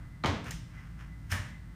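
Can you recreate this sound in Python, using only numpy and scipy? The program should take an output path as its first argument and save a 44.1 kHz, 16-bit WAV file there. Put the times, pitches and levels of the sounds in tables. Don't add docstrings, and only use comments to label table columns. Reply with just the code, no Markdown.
import sys
import numpy as np
from scipy import signal
from scipy.fft import rfft, irfft
from scipy.io import wavfile
from scipy.ndimage import uniform_filter1d

SR = 44100
rng = np.random.default_rng(int(sys.argv[2]) if len(sys.argv) > 2 else 0)


def wrap_up_sound(samples):
    columns = np.atleast_2d(samples).T
    tamed = np.clip(columns, -1, 1)
    steps = np.round(tamed * 32767).astype(np.int16)
    wavfile.write(sys.argv[1], SR, steps)


N = 77175
T = np.arange(N) / SR
FREQS = np.maximum(np.fft.rfftfreq(2 * N, 1 / SR), 1)


def amp(db):
    return 10 ** (np.asarray(db) / 20)


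def unit(x):
    return x / np.sqrt(np.mean(np.abs(x) ** 2))


def curve(points, hz):
    table_hz, values = np.array(points, float).T
    return np.interp(np.log(hz), np.log(table_hz), values)


def colour(x, points, tilt=0):
    gain = unit(amp(curve(points, FREQS) + tilt * np.log2(FREQS)))
    cepstrum = irfft(np.log(gain))
    cepstrum[1:N] *= 2
    cepstrum[N + 1:] = 0
    return irfft(rfft(x, 2 * N) * np.exp(rfft(cepstrum)))[:N]


def noise():
    bins = signal.stft(rng.standard_normal(N), nperseg=512)[2]
    evened = bins / np.sqrt(np.abs(bins) + 1e-12)
    return unit(signal.istft(evened, nperseg=512)[1][:N])


def delay(x, start_s):
    return np.concatenate([np.zeros(max(int(start_s * SR), 0)), x])[:N]


def ring(modes, rise_s=0.0017):
    partials = sum((-1) ** k * amp(db) * np.sin(2 * np.pi * hz * T) * np.exp(-np.log(1000) * T / t60_s)
                   for k, (hz, db, t60_s) in enumerate(modes))
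    return partials * (1 - np.exp(-T / rise_s))


def knocks(rows, spectrum, modes, ring_db, contact_s=0.0021, ping_s=0.0023):
    out = 0
    for start_s, db, tilt, direct_db, ping_hz, ping_db in rows:
        tail = room_tail()
        burst = unit(noise() * T * np.exp(-2 * T / contact_s))
        crack = unit(colour(burst, spectrum, tilt + 0.3))
        ping = unit(np.sin(2 * np.pi * ping_hz * T) * T * np.exp(-2 * T / ping_s))
        direct = (crack + amp(ping_db) * ping) * np.std(tail) * amp(direct_db)
        out = out + amp(db) * delay(direct + colour(tail, spectrum, tilt), start_s)
    hardest_s, hardest_db = max(rows, key=lambda row: row[1])[:2]
    return out + amp(hardest_db + ring_db) * delay(ring(modes), hardest_s)


# start in seconds, level in dB, tilt in dB/octave,
# crack in dB re echoes, ping in Hz, ping in dB re crack.
SHOE_HITS = [(.2368, -49.5, 1.5, -4.5, 4070, 4), (.2382, -34, -2.5, -3.5, 1270, -2),
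             (.2450, -32.5, -2.5, -2, 740, -1), (.2586, -32.5, 1, -4.5, 3120, -6.5)]
# frequency in Hz, level in dB.
SHOE_SPECTRUM = [(50, -25), (130, -4.5), (300, -3.5), (600, -4.5), (1200, -4.5), (1600, -9.5), (2100, -8.5),
                 (2600, -13.5), (3300, -12.5), (4600, -18.5), (6400, -22), (7800, -32), (15000, -47)]
# frequency in Hz, level in dB, T60 in seconds.
SHOE_RESONANCES = [(145.7, 0, 0.55), (237, -7, 0.92), (289.8, 1.5, 0.53), (387.4, -8, 0.37),
                   (536.4, -2, 0.26), (666.6, -6, 0.49), (695, -9, 0.21), (927, -6.5, 0.57),
                   (1055, -7, 0.64), (1210, 4, 0.13), (1364, -7.5, 0.17), (2056, -15, 0.28),
                   (2200, -3, 0.24), (3144, -5, 0.22)]


def shoe():
    return knocks(SHOE_HITS, SHOE_SPECTRUM, SHOE_RESONANCES, ring_db=-2)


TIP_HITS = [(1.3185, -41.5, 2, -5, 2260, -5), (1.3238, -36.5, -0.5, -3, 1720, -15)]
TIP_SPECTRUM = [(60, -17), (220, -1), (400, -16), (600, -13), (1100, -5), (1400, -9), (1750, 1.5),
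                (2300, -7.5), (4000, -18.5), (7000, -29), (10000, -23), (15000, -33)]
TIP_RESONANCES = [(603, -5, 0.48), (993, -8, 0.35), (1120, -10, 0.54), (1270, -1, 0.43), (1484, -8.5, 0.75),
                  (1770, 2.5, 0.33), (1800, -23, .4), (1966, -24, 0.43), (2306, -4, 0.39), (2890, -5, 0.42),
                  (3200, -8, 0.22), (5130, -18, 0.27)]


def crutch_tip():
    return knocks(TIP_HITS, TIP_SPECTRUM, TIP_RESONANCES, ring_db=-7)


JOINT_HITS = [(.4420, -62.5, 0, -2, 8400, -2), (.5078, -50.5, 0, -3.5, 6670, 3),
              (.5096, -51, -1.5, 1, 7370, -3), (.518, -55.5, -4, -6, 1910, 11),
              (1.3163, -42, 1.5, -3.5, 5260, -2)]
JOINT_SPECTRUM = [(300, -23), (1500, -9.5), (3000, -2.5), (4700, -7), (5300, 0), (6000, -1.5), (7200, -4.5),
                  (7900, -10.5), (9000, -4.5), (10000, -13), (13500, -13), (16000, -13)]
JOINT_RESONANCES = [(1860, -11, 0.43), (5150, 2, 0.32), (5670, -28, 0.29), (6200, 7.5, 0.1)]


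def crutch_joints():
    return knocks(JOINT_HITS, JOINT_SPECTRUM, JOINT_RESONANCES, ring_db=-13)


# start in seconds, level in dB, pitch in Hz, rise and T60 in seconds.
FLOOR_THUMPS = [(0.241, -31, 117.6, 0.014, 0.16), (0.267, -25.5, 88, 0.0176, 0.31),
                (0.326, -35.5, 214.3, 0.014, 0.2), (.53, -39.5, 165.2, 0.025, 0.3),
                (1.304, -26, 91.8, 0.025, .25), (1.39, -28.5, 97.6, 0.013, 0.11),
                (1.461, -36.5, 138, 0.0049, 0.098)]


def thumps():
    out = 0
    for start_s, db, hz, rise_s, t60_s in FLOOR_THUMPS:
        attack = np.minimum(T / rise_s, 1)
        decay = np.exp(-np.log(1000) * np.maximum(T - rise_s, 0) / t60_s)
        out = out + amp(db) * delay(attack * decay * np.sin(2 * np.pi * hz * T), start_s)
    return out


# peak in seconds, level in dB, rise and fall in seconds, tilt in dB/octave.
SCUFF_STROKES = [(.045, -48.5, 0.12, 0.045, -5.5), (.474, -45, 0.015, 0.059, 1),
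                 (0.791, -56, 0.048, 0.11, -0.5), (1.012, -54.5, 0.02, 0.06, -0.5),
                 (1.318, -42, 0.011, 0.013, 4), (1.50, -63, 0.18, 0.034, 4)]
# frequency in Hz, level in dB.
SCUFF_SPECTRUM = [(200, -15.5), (600, -10.5), (1100, -0.5), (1600, 3.5), (2050, -2), (2400, -2.5),
                  (3200, -8.5), (3800, -18.5), (4800, -17.5), (5250, -12), (5800, -16), (6600, -17),
                  (7600, -25), (9000, -24), (15000, -32)]


def scuffs(grain_depth=0.2):
    out = 0
    for peak_s, db, rise_s, fall_s, tilt in SCUFF_STROKES:
        age_s = T - peak_s
        envelope = np.exp(-(np.minimum(age_s, 0) / rise_s) ** 2 / 2 - np.maximum(age_s, 0) / fall_s)
        grain = np.exp(grain_depth * unit(uniform_filter1d(rng.standard_normal(N), size=90)))
        out = out + amp(db) * envelope * unit(colour(noise() * grain, SCUFF_SPECTRUM, tilt))
    return out


# frequency in Hz, T60 in seconds.
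ROOM_DECAY = [(100, 1), (300, 0.62), (600, 0.58), (1000, 0.51), (2000, 0.59), (4000, 0.56), (6500, 0.45),
              (8000, 0.52), (11000, 0.28), (16000, 0.29)]


def room_tail(first_echo_s=0.0024):
    hz, time_s, bins = signal.stft(noise(), SR, nperseg=256)
    t60_s = curve(ROOM_DECAY, np.maximum(hz, 1))[:, None]
    fade = np.exp(-np.log(1000) * time_s / t60_s)
    onset = 1 - np.exp(-(T / first_echo_s) ** 2)
    return signal.istft(bins * fade, nperseg=256)[1][:N] * onset


def wavering(hz, width_hz):
    band = np.exp(-2 * ((FREQS - hz) / width_hz) ** 2)
    analytic = signal.hilbert(irfft(rfft(noise(), 2 * N) * band)[:N])
    return unit(analytic.real / np.sqrt(np.abs(analytic)))


# frequency in Hz, level in dB.
AIR_SPECTRUM = [(20, -55.5), (32, -9), (50, 0.5), (72, -2.5), (110, -0.5), (165, -3), (215, -13.5),
                (290, -15.5), (400, -32), (700, -31.5), (1300, -29.5), (1900, -31), (2500, -40.5),
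                (4000, -42.5), (7000, -47.5), (9000, -45.5), (10500, -52.5), (15000, -52)]
# frequency in Hz, width in Hz, base level in dB.
HUM_TONES = [(55.3, 6.5, -49.5), (119.6, 21, -56.5), (164.4, 19, -57)]
# time in seconds, gain in dB.
RUMBLE_GAIN = [(0, 0.5), (.2, -5.5), (.42, 0.5), (.55, 5), (.72, -2), (.87, -2.5), (1.0, -0.5), (1.25, 2.5),
               (1.5, -1.5), (1.75, -2)]


def room_hum(air_db=-46.5, rumble_edge_hz=145):
    air = amp(air_db) * unit(colour(noise(), AIR_SPECTRUM))
    steady = air + sum(amp(db) * wavering(hz, width_hz) for hz, width_hz, db in HUM_TONES)
    low = signal.sosfiltfilt(signal.butter(2, rumble_edge_hz, fs=SR, output="sos"), steady)
    swell = amp(np.interp(T, *np.array(RUMBLE_GAIN).T))
    return steady - low + low * swell


# peak time in seconds, level in dB.
WHINE_PEAKS = [(.145, -67), (0.787, -54), (1.136, -62), (1.55, -60)]


def whine(floor_db=-70.5, swell_s=0.016):
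    swells = sum(amp(db) * np.exp(-((T - peak_s) / swell_s) ** 2 / 2) for peak_s, db in WHINE_PEAKS)
    return (amp(floor_db) + swells) * wavering(hz=2025, width_hz=61)


def scene():
    return (shoe() + crutch_tip() + crutch_joints() + thumps() + scuffs() + room_hum() + whine())[None]


def record(dry, top_hz=15400):
    return signal.sosfilt(signal.ellip(10, .2, 80, top_hz, fs=SR, output="sos"), dry)


dry = scene()
out = record(dry)
wrap_up_sound(out)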